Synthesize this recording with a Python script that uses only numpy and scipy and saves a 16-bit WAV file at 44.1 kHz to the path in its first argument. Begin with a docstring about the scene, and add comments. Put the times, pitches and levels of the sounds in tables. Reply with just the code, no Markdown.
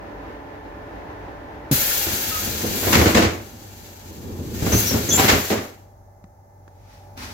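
"""Vestibule of a standing train, a stereo pair near the air-driven doors; idling machinery hums outside.
A valve thumps and air hisses; the left leaf rolls shut and slams, then the right one, squeaking and
clattering onto its metal stop. The shut doors muffle the hum. Close to the microphones come two small
ticks, then a swish of clothes and a scuffing step as the cabin hum swells."""
import sys
import numpy as np
from scipy import signal
from scipy.fft import rfft, irfft, next_fast_len
from scipy.io import wavfile
from scipy.ndimage import map_coordinates

SR = 44100
rng = np.random.default_rng(int(sys.argv[2]) if len(sys.argv) > 2 else 0)


def store_wav(level_fs):
    """Save 16-bit WAV to argv[1]."""
    pcm = np.round(np.clip(np.atleast_2d(level_fs), -1, 1) * 32767)
    wavfile.write(sys.argv[1], SR, pcm.T.astype(np.int16))


N = 323253
TIME = np.arange(N) / SR
VALVE_OPENS_S, RIGHT_LEAF_FROM_S = 1.712, 4

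# Levels in all tables are relative.
# door cylinders, left then right: (piston seats [s], first flow [dB], sag [dB/s])
CYLINDERS = [(3.18, -25, 14), (5.52, -51.5, 2)]
# rumble of guides and floor: (frequency [Hz], density [dB])
RUMBLE = [(24, -60), (40, -17), (54, -15.5), (80, 2), (97, 0.5), (140, -12), (227, -4), (302, -11),
          (338, -7.5), (511, -16.5), (729, -31.5), (890, -28), (1200, -30), (1560, -59), (2640, -120)]


def amp(db):
    """Decibels to gain."""
    return 10 ** (np.asarray(db) / 20)


def at_hz(points, hz):
    """Reads a spectrum on a log-frequency axis."""
    f, value = np.transpose(points)
    return np.interp(np.log(hz + 1), np.log(f + 1), value)


def fader(points):
    """Gain at every sample from (time [s], level [dB]) points."""
    return amp(np.interp(TIME, *np.transpose(points)))


def fade(s, db_per_s):
    """Gain 1 until time s, then a steady decay."""
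    return amp(-db_per_s * np.maximum(TIME - s, 0))


def swell(peak_s, db, rise_db_per_s, fall_db_per_s):
    """Gain that climbs to a peak and falls away, each at a steady rate in dB."""
    return amp(db - rise_db_per_s * np.maximum(peak_s - TIME, 0)) * fade(peak_s, fall_db_per_s)


def add(mix, s, sound):
    """Mixes a sound in at time s."""
    part = mix[:, round(s * SR):][:, :sound.shape[-1]]
    part += sound[..., :part.shape[1]]


def drift(n, rate_hz):
    """Smooth random wander, rms about 1."""
    knots = rng.standard_normal(int(n / SR * rate_hz) + 4)
    return map_coordinates(knots, [np.arange(n) * rate_hz / SR + 1], order=1) * np.sqrt(3 / 2)


def ring(modes, t):
    """Damped sines of a struck part."""
    return sum(amp(db - 60 * t / t60) * np.sin(2 * np.pi * hz * t) for hz, db, t60 in modes)


def diffuse(colour, n=N):
    """Coloured noise of rms 1 at the two microphones: alike in the bass, unrelated in the treble."""
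    # likeness across the pair: (frequency [Hz], coherence [-1..1])
    coherence = [(50, 0.89), (270, 0.91), (550, 0.37), (900, -0.23), (1400, -0.08), (2500, -0.053)]
    size = next_fast_len(n)
    hz = np.fft.rfftfreq(size, 1 / SR)
    left, other = rfft(rng.standard_normal((2, size)))
    same = at_hz(coherence, hz)
    right = same * left + np.sqrt(1 - same ** 2) * other
    noise = irfft(np.array([left, right]) * amp(at_hz(colour, hz)), size)[:, :n]
    return noise / np.sqrt(np.mean(noise ** 2))


def cabin_tail(colour, n=30000):
    """Dense ringing of the cabin, each band dying at its own speed."""
    # reverberation: (frequency [Hz], T60 [s])
    cabin_t60 = [(80, 0.14), (250, 0.39), (700, 0.46), (2000, 0.46), (6000, 0.35), (14000, 0.23)]
    hz, t, spectra = signal.stft(diffuse(colour, n), SR, nperseg=512)
    decay = amp(-60 * t / at_hz(cabin_t60, hz)[:, None])
    return signal.istft(spectra * decay, SR, nperseg=512)[1][:, :n]


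def walls(x, count=16, reach_s=0.012):
    """Early reflections from nearby walls comb the sound, differently at each microphone."""
    taps = np.zeros((2, int(0.04 * SR)))
    for channel in taps:
        delays = (reach_s * SR * rng.uniform(0.1, 1, count)).astype(int)
        channel[delays] = 0.16 * rng.choice([-1, 1], count)
    taps[:, 0] = 1
    return signal.oaconvolve(x, taps / np.linalg.norm(taps[0]), axes=1)[:, :N]


def machine_tones(lines, waver, wander_rad=0.75):
    """Tones that waver in level and phase and reach the right microphone a little late."""
    out = np.zeros((2, N))
    for hz, db in lines:
        phase = 2 * np.pi * (hz * TIME + rng.random()) + wander_rad * drift(N, 5)
        lag = np.array([[0], [min(hz / 600, 1.3)]])
        out += amp(db - 1) * np.sqrt(2) * (1 + waver * drift(N, 9.1)) * np.sin(phase - lag)
    return out


def machinery():
    """The idling train: open-air roar shut out by the doors, and hum that comes through the floor."""
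    # noise outside and in the cabin: (frequency [Hz], density [dB])
    roar_colour = [(22, -30), (35, -11), (50, 1), (100, -8), (125, -11.5), (240, -10.5), (290, -0.5),
                   (380, -8.5), (600, -8), (1000, -9.5), (1150, -15.5), (1750, -15.5), (3000, -29.5),
                   (6500, -42), (8700, -55), (12000, -49)]
    hum_colour = [(30, -20.5), (50, -5.5), (100, -3), (190, -15.5), (400, -18), (520, -16.5), (600, -12.5),
                  (700, -15), (860, -11), (1050, -24), (1700, -30.5), (3000, -50), (6400, -35.5),
                  (8700, -49), (12000, -40)]
    # tones outside and in the cabin: (frequency [Hz], level [dB])
    outside_lines = [(48.4, -53), (301.5, -62), (430.7, -51.5), (581.4, -51.5), (791.3, -52),
                     (877.5, -51.5), (1023, -55), (1755, -57.5)]
    inside_lines = [(48.4, -59.5), (96.9, -51.5), (376.8, -72), (581.4, -64.5), (656.8, -70), (780.6, -64),
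                    (834.4, -63), (877.5, -74), (920.5, -74.5), (1750, -80), (2060, -82)]
    # sound let in by the doorway, and the course of the cabin hum: (time [s], level [dB])
    doorway = [(0, 1), (1.7, 1), (2.9, -4.5), (3.3, -13), (4.4, -12), (5.2, -18.5), (5.7, -37.5)]
    cabin_hum = [(0, 1), (3.6, 2.5), (5.9, 2), (6.4, 0), (6.9, 2.5), (7.33, 10)]
    roar = amp(-38.5 + drift(N, 18)) * diffuse(roar_colour)
    outside = roar + machine_tones(outside_lines, waver=0.21)
    inside = amp(-53) * diffuse(hum_colour) + machine_tones(inside_lines, waver=0.14)
    return outside * fader(doorway) + inside * fader(cabin_hum)


def airflow_db(shutoff_db_per_s=70):
    """Flow from both cylinders: sags with the pressure, surges as a leaf moves, dies as its piston seats."""
    # air pushed out by a moving leaf: (peak [s], flow [dB], rise [dB/s], fall [dB/s])
    surges = [(2.93, -29, 38, 43.5), (4.8, -27, 87, 60.5), (5.17, -28, 129.5, 35)]
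    power = np.zeros(N)
    for is_right, (seated_s, db, sag) in enumerate(CYLINDERS):
        venting = amp(db) * fade(VALVE_OPENS_S, sag)
        surge_power = sum(swell(*row) ** 2 for row in surges if (row[0] > RIGHT_LEAF_FROM_S) == is_right)
        power += (venting ** 2 + surge_power) * fade(seated_s, shutoff_db_per_s) ** 2
    return 10 * np.log10(power + 1e-20)


def escaping_air(knee_db=-39, saturation=0.48, rise_s=0.0026):
    """Air vents: above the knee the hiss grows more slowly and the high sizzle takes over."""
    # the two parts of the jet: (frequency [Hz], density [dB])
    hiss_colour = [(300, -8.5), (500, -3.5), (620, -6), (760, -4.5), (1100, -8), (1400, -2), (1900, -2),
                   (2600, -2.5), (3400, -2.5), (4500, -0.8), (5500, -3), (6300, 1.2), (7600, -2.5),
                   (8700, -13.5), (12000, -26)]
    sizzle_colour = [(7500, -29.5), (9000, -12), (10500, -2), (12000, 2.5), (15000, 3.5), (16000, -6)]
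    flow_db = airflow_db() + 1.14 * drift(N, 60)
    valve = np.clip((TIME - VALVE_OPENS_S) / rise_s, 0, 1)
    hiss = amp(8 + flow_db - saturation * np.maximum(flow_db - knee_db, 0)) * diffuse(hiss_colour)
    sizzle = amp(5 + flow_db) * diffuse(sizzle_colour)
    return valve * (hiss + sizzle)


def piston(low_cut_hz=90):
    """Pressure kicks the piston: a short, dull judder."""
    # knocks of the judder: (time [s], level [dB])
    knocks = [(1.7125, -0.5), (1.719, -0.5), (1.7262, -1.5)]
    # valve resonances: (frequency [Hz], level [dB], T60 [s])
    modes = [(138.6, -15.5, 0.059), (231, -10, 0.039)]
    out = np.zeros((2, N))
    for s, db in knocks:
        add(out, s, -amp(db + 3) * ring(modes, TIME[:SR // 5]))
    return signal.sosfilt(signal.butter(2, low_cut_hz, "high", fs=SR, output="sos"), out)


def rollers(speed_up_s=0.57, settle_db_per_s=41.5):
    """The valve jolts the frame; the leaves tremble under pressure and rumble as they gather speed."""
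    # travel of the left and right leaf: (start [s], arrival [s], full-speed rumble [dB])
    travels = [(2.16, 3.17, -29.5), (3.961, 5.1, -29)]
    jolt = amp(-24) * fade(VALVE_OPENS_S, db_per_s=139.5)
    last_seated_s = CYLINDERS[-1][0]
    tremble = amp(-48.5) * fade(last_seated_s, settle_db_per_s)
    rolling = [amp(db) * np.clip((TIME - start) / speed_up_s, 0, 1) * fade(arrival, settle_db_per_s)
               for start, arrival, db in travels]
    shaking = (TIME > VALVE_OPENS_S) * np.linalg.norm([jolt, tremble, *rolling], axis=0)
    lumps = amp(1.2 * drift(N, 45))
    return shaking * lumps * diffuse(RUMBLE)


def contact(hardness, mass):
    """Gains of thud, panel, clatter and metal edge: mass drives the thud, a hard contact the treble."""
    rubber_db, metal_db = np.array([-26.5, -29.5]), np.array([5, 7])
    clatter, edge = amp((1 - hardness) * rubber_db + hardness * metal_db)
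    return mass, 1, clatter, edge


def slams(chatter_db=2.5, chatter_s=0.038, crack_s=0.0034, rise_s=0.0034):
    """Each blow rings its leaf's modes and the cabin; loose hardware chatters in the decay."""
    # blows of leaves and linkage: (time [s], level [dB], hardness [0 rubber..1 metal], mass [leaves])
    blows = [(2.064, -33.5, 0.7, 1.1), (2.128, -36.5, 0.37, 1.2), (2.469, -32, 0.078, 0.49),
             (2.632, -25.5, 0.075, .4), (2.742, -35.5, 0.22, 1), (2.828, -30.5, 0.67, .3),
             (2.867, -23.5, 0.57, 0.7), (2.924, -24, 0.94, 0.6), (2.947, -21, 0.69, 1.2),
             (2.985, -21, 0.63, 0.7), (3.010, -19, 0.52, .6), (3.056, -19, 0.64, .5),
             (3.144, -19.5, 0.73, 0.84), (3.170, -14.5, 0.52, .2), (3.221, -24.5, 0.76, 1.1),
             (4.620, -29, 0.35, 1.7), (4.658, -25, .42, .8), (4.718, -25.5, 0.61, 0.87),
             (4.730, -26.5, 0.35, 3), (4.908, -26, .4, 0.32), (4.938, -22.5, 0.35, 1.1),
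             (5.085, -28.5, 0.28, 0.52), (5.132, -28, .48, 0.25), (5.170, -29, 0.8, 0.45),
             (5.187, -23, 0.79, 0.575), (5.235, -23, 0.71, .6), (5.280, -22.5, 0.94, 0.29),
             (5.323, -24.5, 0.64, 1.4), (5.500, -20, 0.53, 0.081), (5.562, -32.5, 0.61, 0.7)]
    # dense ring of leaves and frame: (frequency [Hz], density [dB])
    door_body = [(35, -14.5), (60, -3.5), (88, 1), (115, 1.5), (150, -11), (220, -4.5), (400, -6),
                 (650, -8.5), (1100, -9.5), (2000, -12), (3300, -20), (7400, -23), (8700, -36.5),
                 (15000, -31.5)]
    # resonances of each leaf: (frequency [Hz], level [dB], T60 [s])
    left_modes = [(85, -0.5, 0.26), (216.6, -2, 0.27), (327.1, -3, 0.39), (397.4, -12.5, 0.25),
                  (490, -9.5, 0.31), (985, -14.5, .3), (1437, -11, 0.26), (1543, -7.5, 0.19),
                  (1716, -15, 0.18), (1880, -13.5, 0.24), (2165, -12, 0.32), (2270, -18, .25),
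                  (2770, -21.5, .33)]
    right_modes = [(84.5, -2.5, 0.25), (111, -4.5, 0.25), (220.6, -4, 0.15), (265.7, -4, 0.22),
                   (409, -7.5, 0.37), (776, -13, 0.2), (2016, -18, .28), (2130, -15.5, .28)]
    # limits of the four contact bands: (frequency [Hz])
    edges = [40, 150, 600, 3000, 15000]
    bands = [signal.butter(2, pair, "band", fs=SR, output="sos") for pair in zip(edges, edges[1:])]
    out = np.zeros((2, N))
    for s, db, hardness, mass in blows:
        body = cabin_tail(door_body)
        t = TIME[:body.shape[1]]
        chatter = amp(chatter_db * drift(len(t), 260) * np.exp(-t / chatter_s))
        crack = 1 + 0.67 * np.exp(-t / crack_s)
        leaf = left_modes if s < RIGHT_LEAF_FROM_S else right_modes
        # the point of contact decides how strongly, and with which sign, each mode answers
        weights = amp(-6 + 2 * rng.standard_normal(len(leaf))) * rng.choice([-1, 1], len(leaf))
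        ringing = sum(weight * ring([mode], t) for weight, mode in zip(weights, leaf))
        blow = (body * chatter * crack + ringing) * (1 - np.exp(-t / rise_s))
        for k, (band, gain) in enumerate(zip(bands, contact(hardness, mass))):
            part = (-1) ** k * signal.sosfilt(band, blow)  # alternate signs keep adjacent bands in phase
            add(out, s, part * gain * amp(db) / part[:, :SR // 25].std())
    return out


def squeaks(overtone_db=-20, direct=0.56, wet=0.73, damping_db_per_s=80):
    """Stick-slip in the dry guides: short, rough, gliding whistles that ring on in the cabin."""
    # slips: (time [s], length [s], first pitch [Hz], last pitch [Hz], level [dB], jitter [share of pitch])
    slips = [(2.312, 0.058, 1274, 1265, -32, 0.021), (4.722, 0.016, 6100, 6290, -23, 0.034),
             (4.759, 0.025, 5880, 6650, -23.5, 0.023), (4.794, 0.048, 6340, 6060, -32.5, 0.06),
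             (4.859, 0.052, 5810, 5610, -26, 0.035), (5.089, 0.012, 6900, 6080, -22, .05),
             (5.095, .045, 5870, 6750, -21, 0.028), (5.108, 0.023, 3414, 3374, -25, 0.02),
             (5.124, 0.049, 7090, 7350, -19.5, 0.01), (5.169, .035, 7330, 7210, -26.5, 0.0078)]
    out = np.zeros((2, N))
    for s, length, first_hz, last_hz, db, jitter in slips:
        n = int(length * SR)
        pitch_hz = np.linspace(first_hz, last_hz, n) * (1 + jitter * drift(n, 1400))
        phase = 2 * np.pi * np.cumsum(pitch_hz) / SR
        whistle = (np.sin(phase) + amp(overtone_db) * np.sin(2 * phase)) * signal.windows.tukey(n, 0.3)
        room = cabin_tail([(100, 0), (16000, 0)])
        room *= amp(-damping_db_per_s * TIME[:room.shape[1]])
        room *= wet * np.sqrt(2) / np.linalg.norm(room)
        room[:, 0] += direct
        heard = signal.fftconvolve(whistle[None], room, axes=1)
        add(out, s, heard * amp(db) / heard[:, :n].std())
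    return out


def clank(at_s=5.177, rise_s=0.01):
    """The right leaf meets its metal stop, which rings briefly."""
    # resonances of the stop: (frequency [Hz], level [dB], T60 [s])
    modes = [(770, -19.5, 0.35), (812, -16.5, .26), (974, -12.5, 0.16), (1034, -14, 0.1), (1229, -28, .25)]
    out, t = np.zeros((2, N)), TIME[:SR // 2]
    add(out, at_s, amp(1) * ring(modes, t) * (1 - np.exp(-t / rise_s)))
    return out


def ticks(click_s=0.0039, bump_hz=185, bump_t60=0.057):
    """Two small ticks close by, each a burst of noise over a soft bump."""
    # ticks: (time [s], click [dB], bump [dB])
    events = [(6.241, -43.5, -34.5), (6.679, -42.5, -53)]
    click_colour = [(300, 7), (1600, 4), (3000, -16), (6500, -11), (9000, -30), (15000, -28)]  # (Hz, dB)
    out, t = np.zeros((2, N)), TIME[:SR // 5]
    for s, click_db, bump_db in events:
        click = amp(click_db) * diffuse(click_colour, len(t)) * np.exp(-t / click_s)
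        add(out, s, click + ring([(bump_hz, bump_db, bump_t60)], t))
    return out


def scuffing_step():
    """Close by, clothes swish, then a shoe scuffs twice as the foot lands on the floor."""
    # swish and scuffs: (peak [s], level [dB], rise [dB/s], fall [dB/s])
    rubs = [(6.94, -52, 85, 72), (7.177, -38, 2000, 79), (7.224, -40, 900, 62)]
    # friction of cloth and sole: (frequency [Hz], density [dB])
    rub_colour = [(150, -40), (250, 0.5), (436, -25), (576, -24), (735, -21.5), (775, -7.5), (1330, -10),
                  (2490, -10.5), (2710, -15), (5830, -14), (8850, -27.5), (13000, -23.5), (16000, -30)]
    crinkle = amp(0.5 * drift(N, 90))
    rustle = sum(swell(*row) for row in rubs) * crinkle * diffuse(rub_colour)
    footfall = swell(peak_s=7.19, db=-40, rise_db_per_s=1200, fall_db_per_s=50) * diffuse(RUMBLE)
    return rustle + footfall


def scene():
    """Everything heard in the vestibule."""
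    hum = machinery()
    doors = walls(escaping_air()) + piston() + rollers() + slams() + walls(clank()) + squeaks()
    return hum + doors + scuffing_step() + ticks()


def record(dry):
    """A stereo pair, the left microphone the brighter; peaks are rounded and the top ends at 15.9 kHz."""
    # balance of the pair: (frequency [Hz], left minus right [dB])
    balance = [(150, 1), (300, -1.5), (1300, -0.5), (3500, 2), (7000, 2), (9000, 9.5), (14000, 3.5)]
    half_db = at_hz(balance, np.fft.rfftfreq(512, 1 / SR)) / 2
    microphones = np.fft.fftshift(irfft(amp([half_db, -half_db])), axes=1)
    heard = signal.oaconvolve(dry, microphones[:, 1:], "same", axes=1)
    rounded = heard / (1 + heard ** 4) ** (1 / 4)
    low_pass = signal.firwin(511, 15900, window=("kaiser", 9), fs=SR)
    return signal.oaconvolve(rounded, low_pass[None], "same")


dry = scene()
out = record(dry)
store_wav(out)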